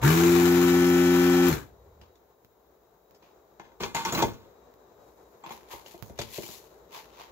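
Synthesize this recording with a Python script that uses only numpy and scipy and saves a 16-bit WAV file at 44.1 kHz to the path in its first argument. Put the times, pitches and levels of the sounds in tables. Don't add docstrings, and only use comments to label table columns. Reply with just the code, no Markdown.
import sys
import numpy as np
from scipy import signal
from scipy.fft import rfft, irfft
from scipy.io import wavfile

SR = 44100
rng = np.random.default_rng(int(sys.argv[2]) if len(sys.argv) > 2 else 0)


def waveform_to_disk(signal):
    frames = np.transpose(np.atleast_2d(signal))
    scaled = np.clip(frames, -1, 1) * 32767
    samples = np.round(scaled).astype(np.int16)
    wavfile.write(sys.argv[1], SR, samples)


def how_loud(loudness_db):
    steps = np.asarray(loudness_db, float) / 20
    return 10 ** steps


N = 322371
TIME = np.arange(N) / SR

# frequency in Hz, relative level in dB, decay time t60 in seconds.
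BENCH_MODES = [(42.5, -15, 0.16), (75.5, -12.5, 0.1), (139, -11, 0.086), (219, -6.5, 0.068),
               (251, -5, 0.034), (339, 1, 0.03), (476, 4.5, 0.016), (660, -0.5, 0.013)]
# frequency in Hz, relative level in dB, free decay time t60 in seconds.
HARD_MODES = [(820, 1, .05), (920, 3, .06), (1060, -1, .035), (1450, -7, .015), (2080, -6, .05),
              (2400, -7, .04), (3400, -10, .04), (4300, -13, .015), (6170, -20, .12), (7300, -14, .025)]
# frequency in Hz, left over right in dB.
PAIR_LEAN = [(60, 0), (180, 2), (550, 3.5), (1650, 5.5), (4970, 7.5), (15000, 2)]


def evened(x):
    return x / np.sqrt(np.mean(x ** 2) + 1e-20)


def read(points, hz):
    f, value = np.transpose(points)
    return np.interp(np.log(hz + 1), np.log(f + 1), value)


def band(x, low_hz, high_hz):
    return signal.sosfilt(signal.butter(2, [low_hz, high_hz], "band", fs=SR, output="sos"), x)


def noise_band(low_hz, high_hz):
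    return evened(band(rng.standard_normal(N), low_hz, high_hz))


def resonate(x, hz, width):
    turn, r = np.exp(2j * np.pi * hz * TIME), np.exp(-np.pi * width / SR)
    return 2 * (turn * signal.lfilter([1 - r], [1, -r], x / turn)).real


def coloured(x, points, low_hz, high_hz):
    # frequency in Hz, left-right likeness (1 is identical).
    likeness = [(60, 0.78), (300, 0.99), (640, .5), (1400, 0.093), (3100, 0), (15000, 0.15)]
    hz = np.fft.rfftfreq(N, 1 / SR)
    a, b = rfft(x)
    same = np.clip(read(likeness, hz), -1, 1)
    lean = how_loud(read(PAIR_LEAN, hz) / 2)
    right = same * a + np.sqrt(1 - same ** 2) * b
    z = how_loud(read(points, hz)) * np.array([a * lean, right / lean])
    inside = (hz > low_hz) * (hz < high_hz)
    return irfft(z, N) / np.sqrt(np.mean(irfft(z.mean(0) * inside, N) ** 2))


def grit(per_s, spread_db, smooth):
    size = how_loud(spread_db * np.minimum(rng.exponential(1, N), 4))
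    clicks = size * (rng.random(N) < per_s / SR)
    return evened(clicks * rng.standard_normal((2, N))) + smooth * rng.standard_normal((2, N))


def room(x):
    # frequency in Hz, decay time t60 in seconds.
    walls = [(100, 0.4), (500, 0.21), (2000, 0.076), (8000, 0.16)]
    taps = rng.choice([-1., 1.], (2, SR // 2)) * (rng.random((2, SR // 2)) < .05)
    taps[:, :150] = 0
    hz, t, z = signal.stft(taps, SR, nperseg=256)
    decay = how_loud(-60 * t / read(walls, hz)[:, None])
    tail = signal.istft(z * decay, SR, nperseg=256)[1]
    return signal.oaconvolve(x, tail / np.linalg.norm(tail[0]), axes=1)[:, :N]


def swells(rows, rise, fall, linger_db, linger_fall):
    parts = 0
    for s, length, db, *parts_db in rows:
        early, late = np.maximum(s - TIME, 0), np.maximum(TIME - s - length, 0)
        release = how_loud(-fall * late) + how_loud(linger_db - linger_fall * late)
        shape = how_loud(db - rise * early) * release
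        parts = parts + how_loud([0] + parts_db)[:, None] * shape
    return parts


def room_tone():
    # frequency in Hz, spectral density in relative dB.
    tone_colour = [(18, -29.5), (30, -36), (54, -3), (75, -17), (283, -17.5), (411, -5.5), (532, -10.5),
                   (1050, -17.5), (2930, -40), (3970, -35), (4460, -40.5), (8000, -36.5), (10400, -90),
                   (17600, -120)]
    # time in seconds, level in dB (rms of the air from 300 to 1500 Hz).
    tone_level = [(0, -44), (2.5, -63), (3.5, -58.5), (4.6, -56), (5.4, -56), (7.31, -54.5)]
    # frequency in Hz, width of one resonator in Hz, dB over the room level.
    whistles = [(3850, 8, -24), (13900, 60, -33)]
    db = np.interp(TIME, *np.transpose(tone_level))
    lumps = how_loud(1.1 * noise_band(1.5, 12))
    whine = sum(how_loud(d) * evened(resonate(rng.standard_normal((2, N)), f, w)) for f, w, d in whistles)
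    air = coloured(rng.standard_normal((2, N)), tone_colour, 300, 1500)
    return how_loud(db) * (lumps * air + whine)


def brush():
    # start in seconds, length in seconds, level in dB,
    # dull part in dB over it, treble part in dB over it.
    rubs = [(2.025, 0.018, -70.5, 8, -16), (3.23, 0.065, -73.5, 9, -11), (5.0, 0.4, -84, 12, 8.5),
            (5.465, 0.0063, -58, 13, -14), (5.515, 0.015, -52.5, 2.5, -2), (5.72, 0.01, -47, 4, -1.5),
            (5.87, 0.064, -59.5, -8, 0), (6.06, 0.015, -72.5, 12, 10.5), (6.2, 0.034, -46, -6, -10),
            (6.3, 0.021, -60.5, -26, 3), (6.345, 0.02, -45, -9, -0.5), (6.42, 0.14, -53, -6, 2.5),
            (6.94, 0.039, -47.5, 2, -7), (7.14, 0.015, -64, -3, -17), (7.195, 0.033, -56, 6.5, -10.5)]
    # frequency in Hz, spectral density in relative dB.
    hiss_colour = [(1000, -20), (2000, 3.5), (3000, 6.5), (4000, 4.5), (5300, 1.5), (7000, 2.5),
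                   (16000, -1.5)]
    press, dull_press, bright_press = swells(rubs, rise=600, fall=340, linger_db=-10.5, linger_fall=70)
    catch = how_loud(3.5 * noise_band(12, 150))
    drive = catch * grit(per_s=2500, spread_db=2.2, smooth=1.4)
    hollow = resonate(resonate(drive, 946, 380), 946, 380)
    dull = evened(0.84 * hollow + 0.25 * band(drive, 390, 2730))
    dull = dull + 0.038 * evened(band(drive[0], 73, 980))
    hiss = coloured(drive, hiss_colour, 1600, 11000)
    middle, bright = band(hiss, 840, 5620), band(hiss, 3360, 11500)
    return press * middle + bright_press * bright + dull_press * dull


def ring_modes(drive, modes):
    return evened(sum(how_loud(d) * resonate(drive, f, 2.2 / t60) * np.sqrt(t60) for f, d, t60 in modes))


def scrape():
    # start in seconds, length in seconds, level in dB, bench part in dB over it.
    strokes = [(3.805, 0.045, -34, -8.5), (3.95, 0.039, -29.5, -13), (4.052, 0.038, -31.5, -7),
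               (4.125, 0.04, -49, 18), (4.175, 0.034, -31.5, -0.5)]
    # frequency in Hz, spectral density in relative dB.
    scrape_colour = [(300, -5.5), (700, -9), (1300, -28), (3500, -5), (5000, -14), (7600, -9.5),
                     (9500, -14), (16000, -33)]
    press, weight = swells(strokes, rise=3900, fall=248, linger_db=-17, linger_fall=89)
    drive = grit(per_s=2000, spread_db=3, smooth=.9)
    hard, low = ring_modes(drive[0], HARD_MODES), ring_modes(drive[0], BENCH_MODES)
    low = evened(low + .5 * evened(band(drive[1], 50, 450)))
    rasp = coloured(drive, scrape_colour, 600, 8000)
    return press * (0.2 * rasp + 0.8 * band(hard, 400, 8500)) + weight * low


def knocks():
    # start in seconds, relative hard ring in dB, relative thump in dB, relative treble in dB,
    # time in seconds at which the rattle is cut off, centre of the treble ring in Hz.
    blows = [(0.026, -16.5, -37.5, -37, 0.028, 1820), (1.483, -50, -55, -33, .004, 12900),
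             (1.499, -26, -34.5, -31, 0.078, 1376), (2.014, -51, -57.5, -51.5, 0.012, 2900),
             (2.155, -64, -72, -61, 0.01, 3600), (3.147, -62, -70, -60, 0.026, 5040),
             (3.226, -47, -68, -58.5, 0.03, 2580), (3.597, -27.5, -48.5, -44, 0.11, 1720),
             (3.718, -43.5, -62, -62, 0.034, 1500), (3.806, -32, -38, -35, 0.043, 2340),
             (3.834, -21, -35, -26.5, 0.018, 2420), (3.947, -16, -37, -32, 0.15, 7050),
             (3.966, -34, -55, -26, 0.011, 2050), (4.05, -14, -59, -30, 0.01, 5530),
             (4.123, -23, -40, -30.5, 0.033, 7000), (4.148, -18, -38, -27, 0.01, 4120),
             (4.223, -7, -25, -23.5, 0.0097, 3460), (4.234, -18, -25.5, -62, 0.03, 2000),
             (4.334, -43, -60, -56, 0.013, 6000), (5.438, -25.5, -64, -68, 0.03, 1200),
             (5.464, -37, -49, -58, 0.02, 2500), (5.506, -24.5, -46.5, -53, 0.02, 3000),
             (5.735, -30, -44.5, -61, 0.03, 2000), (5.861, -64, -56, -44.5, 0.017, 2960),
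             (5.943, -39.5, -45, -64, 0.014, 700), (6.097, -47, -44, -60, 0.025, 800),
             (6.189, -24.5, -34.5, -30.5, 0.015, 3580), (6.215, -51, -45, -33.5, 0.013, 4600),
             (6.383, -32.5, -33.5, -51, 0.014, 810), (6.432, -51, -49.5, -39.5, 0.01, 2320),
             (6.488, -53, -47, -45, 0.0046, 4000)]
    t, out = np.arange(SR // 4) / SR, np.zeros((2, N + SR))
    modes = HARD_MODES + BENCH_MODES
    for s, db, thump_db, treble_db, rattle_s, ring_hz in blows:
        luck, noise = rng.uniform(-1, 1, (len(modes), 2)), rng.standard_normal((2, len(t)))
        noise[1] = .55 * noise[0] + .83 * noise[1]
        free = np.clip(1 + 0.1 * (db + 55), 0.12, 1)
        rings = []
        for k, ((f, d, t60), (u, v)) in enumerate(zip(modes, luck)):
            decay_s = t60 * (free if k < len(HARD_MODES) else 1)
            envelope = how_loud(d + 4 * u - 60 * t / decay_s)
            rings.append((-1) ** k * envelope * np.sin(2 * np.pi * f * (1 + v / 60) * t))
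        hard_ring, bench_ring = sum(rings[:len(HARD_MODES)]), sum(rings[len(HARD_MODES):])

        chatter = np.interp(t, t[::150], how_loud(4 * noise[0, ::150]))
        held = np.exp(-t / .09) / (1 + (t / rattle_s) ** 10)
        rattle = noise * (2.6 * np.exp(-t / 0.0048) + 0.51 * chatter * held)
        struck = rattle + 45 * (t == 0)

        hard = signal.fftconvolve(struck, band(hard_ring, 300, 8940)[None], axes=1)[:, :len(t)]
        low = signal.fftconvolve(rattle[0] + 40 * (t == 0), bench_ring)[:len(t)]
        broad = band(band(rattle, 500, np.clip(2 * ring_hz, 3500, 9000)), 300, 11000)
        narrow = band(rattle, ring_hz * 0.925, ring_hz * 1.043)
        blow = how_loud(db) * (hard + 0.17 * hard[::-1]) / abs(hard).max() / 2
        blow += how_loud(thump_db + 9.5) * low / abs(low).max()
        blow += how_loud(treble_db) * (0.7 * broad + 1.7 * narrow)
        out[:, round(s * SR):][:, :len(t)] += blow * how_loud([[1.7], [-1.7]])
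    return out[:, :N]


def snaps():
    # start in seconds, peak in dB, left over right in dB, push back from 0 to 1.
    ticks = [(2.448, -37.5, 3, 0.25), (3.11, -45, -16, 0.1), (4.74, -42, -8, 0.15), (6.012, -60, -8, 0.3),
             (6.0255, -23.5, -14, 0.37)]
    t, out = np.arange(SR // 4) / SR, np.zeros((2, N + SR))
    for s, db, pan_db, push in ticks:
        snap = np.exp(-t / .0001) - push * np.sin(2 * np.pi * 110 * t) * np.exp(-t / .005)
        out[:, round(s * SR):][:, :len(t)] += snap * how_loud([[db + pan_db / 2], [db - pan_db / 2]])
    return out[:, :N]


FULL_HZ, RELEASE_S = 88.17, 1.49


def shaft_speed(after):
    creep_hz, creep_s, race_hz, race_s = 3.0, .38, 38.13, .062
    coast_share, slump_s = 0.7, 0.0592
    hz = FULL_HZ - creep_hz * np.exp(-TIME / creep_s) - race_hz * np.exp(-TIME / race_s)
    return hz * (coast_share + (1 - coast_share) * np.exp(-after / slump_s))


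def shaft_orders(hz, angle, slack, air_db):
    order_push = [0.5, -2, -12.5, -17.5, -27]
    # frequency in Hz, response in dB.
    body_response = [(50, -16), (88, -41), (110, -21), (140, -12.5), (160, -16), (180, -26.5), (230, -15.5),
                     (245, -26), (257, -16), (265, -8.5), (312, -13), (330, -12), (338, -4), (345, 1),
                     (353, -2.5), (385, -7.5), (425, -5.5), (434, -10), (440, -18)]
    # shaft order, dB over the air and rattle setting.
    upper_orders = [(6, -5.5), (7, -12), (8, -23), (9, -3), (10, -17.5), (11, -9), (12, -25), (13, -15.5),
                    (14, -16.5), (15, -2), (16, -27.5), (17, -2), (20, -2), (22, -7), (23, -13.5),
                    (26, -9.5), (27, -9), (28, -24), (30, -13.5), (32, -12), (35, -17), (36, -9.5),
                    (37, -8.5), (59, -10), (70, -13)]
    port_lead_s = 0.00011
    out, side, running = np.zeros((2, N)), np.array([[1], [-1]]), slice(0, 2 * SR)
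    levels = [(k, db + read(body_response, k * hz)) for k, db in enumerate(order_push, 1)]
    levels += [(round(k), db + air_db - 650 * slack) for k, db in upper_orders]
    for k, order_db in levels:
        lean = how_loud(side * read(PAIR_LEAN, k * hz.max()) / 2)
        phase = -1.15 * k ** 2 + side * np.pi * k * FULL_HZ * port_lead_s
        line = np.cos(k * angle[running] + phase)
        out[:, running] -= np.sqrt(2) * how_loud(order_db[running]) * lean * line
    return out


def air_and_rattle(angle, slack):
    # frequency in Hz, spectral density in relative dB.
    air_colour = [(40, -21), (80, 1), (150, 2), (400, 1), (620, -0.5), (900, 7), (2300, 5), (3000, -1.5),
                  (4000, -1), (4800, -7), (8000, -4.5), (16000, -18)]
    # frequency in Hz, width of one resonator in Hz, dB at full speed.
    housing = [(774, 25, -5.5), (906, 45, -15), (340, 125, -8), (1500, 810, -25.5)]
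    depth = np.minimum(.28 + 2.5 * slack, .8)
    puff = 1 + depth * np.cos(angle) + 0.066 * np.cos(2 * angle + 1)
    flutter = how_loud(0.5 * noise_band(3.0, 27))
    drive = puff * flutter * grit(per_s=2500, spread_db=4.0, smooth=0.78)
    air = coloured(drive, air_colour, 670, 8800)
    jet = evened(how_loud(23 * np.cos(angle - 0.6) + 2 * noise_band(3.4, 60)))
    spit = coloured(jet * rng.standard_normal((2, N)), air_colour, 710, 5800)
    air = air + how_loud(-2.5) * band(spit, 5500, 13000)
    breath, shell = rng.standard_normal(N), 0
    for f, w, db in housing:
        boom = 1 + (w - 60) / 8 * np.minimum(slack, .15)
        shell = shell + how_loud(db) * boom * evened(resonate(resonate(breath, f, w), f, w))
    return air + shell * (1 + depth * np.cos(angle))


def pump():
    # time in seconds, level in dB rms.
    coast = [(1.49, -40), (1.53, -33.5), (1.7, -55), (2.05, -55), (2.15, -69), (2.3, -84)]
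    after = np.maximum(TIME - RELEASE_S, 0)
    hz = shaft_speed(after)
    slack = 1 - hz / hz.max()
    wander = 1 + 0.000067 * noise_band(0.33, 2.9)
    angle = 2 * np.pi * np.cumsum(hz * wander) / SR
    air_db = -36.5 + 8.5 * np.exp(-TIME / 0.35)

    start = np.minimum(TIME / 0.048, 1) ** 2
    stumble_db = 28 * slack * (noise_band(5.6, 31) - 1) * (after > 0)
    on = start * how_loud(stumble_db - 229 * after)
    blowing = start * how_loud(-234 * np.maximum(after - 0.038, 0))

    hum = on * shaft_orders(hz, angle, slack, air_db)
    rattle = blowing * how_loud(air_db) * air_and_rattle(angle, slack)
    coast_s, coast_db = np.transpose(coast)
    coasting = (TIME >= coast_s[0]) * (TIME <= coast_s[-1])
    shudder = how_loud(np.interp(TIME, coast_s, coast_db)) * coasting * noise_band(32.7, 90.6)
    return hum + rattle + how_loud(2.0) * room(rattle) + shudder


def scene():
    near = scrape() + brush() + knocks() + snaps()
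    near[0] = np.roll(near[0], round(0.00013 * SR))
    return near + how_loud(-4.5) * room(near) + pump() + room_tone()


def top_cut(x):
    return signal.sosfilt(signal.butter(12, 17030, fs=SR, output="sos"), x)


def record(dry):
    # (a peak near 7 kHz, a dip near 9 kHz).
    microphone = [(20, -37), (60, -2), (5500, -2.5), (7000, 0), (7700, -6), (8700, -14.5), (10500, -3.5),
                  (12500, 5), (15700, 10.5), (16100, -43)]
    hissy = dry + how_loud(-75.5) * rng.standard_normal(dry.shape)
    response = how_loud(read(microphone, np.fft.rfftfreq(N, 1 / SR)))
    heard = irfft(rfft(hissy) * response, N)
    return top_cut(heard)


dry = scene()
out = record(dry)
waveform_to_disk(out)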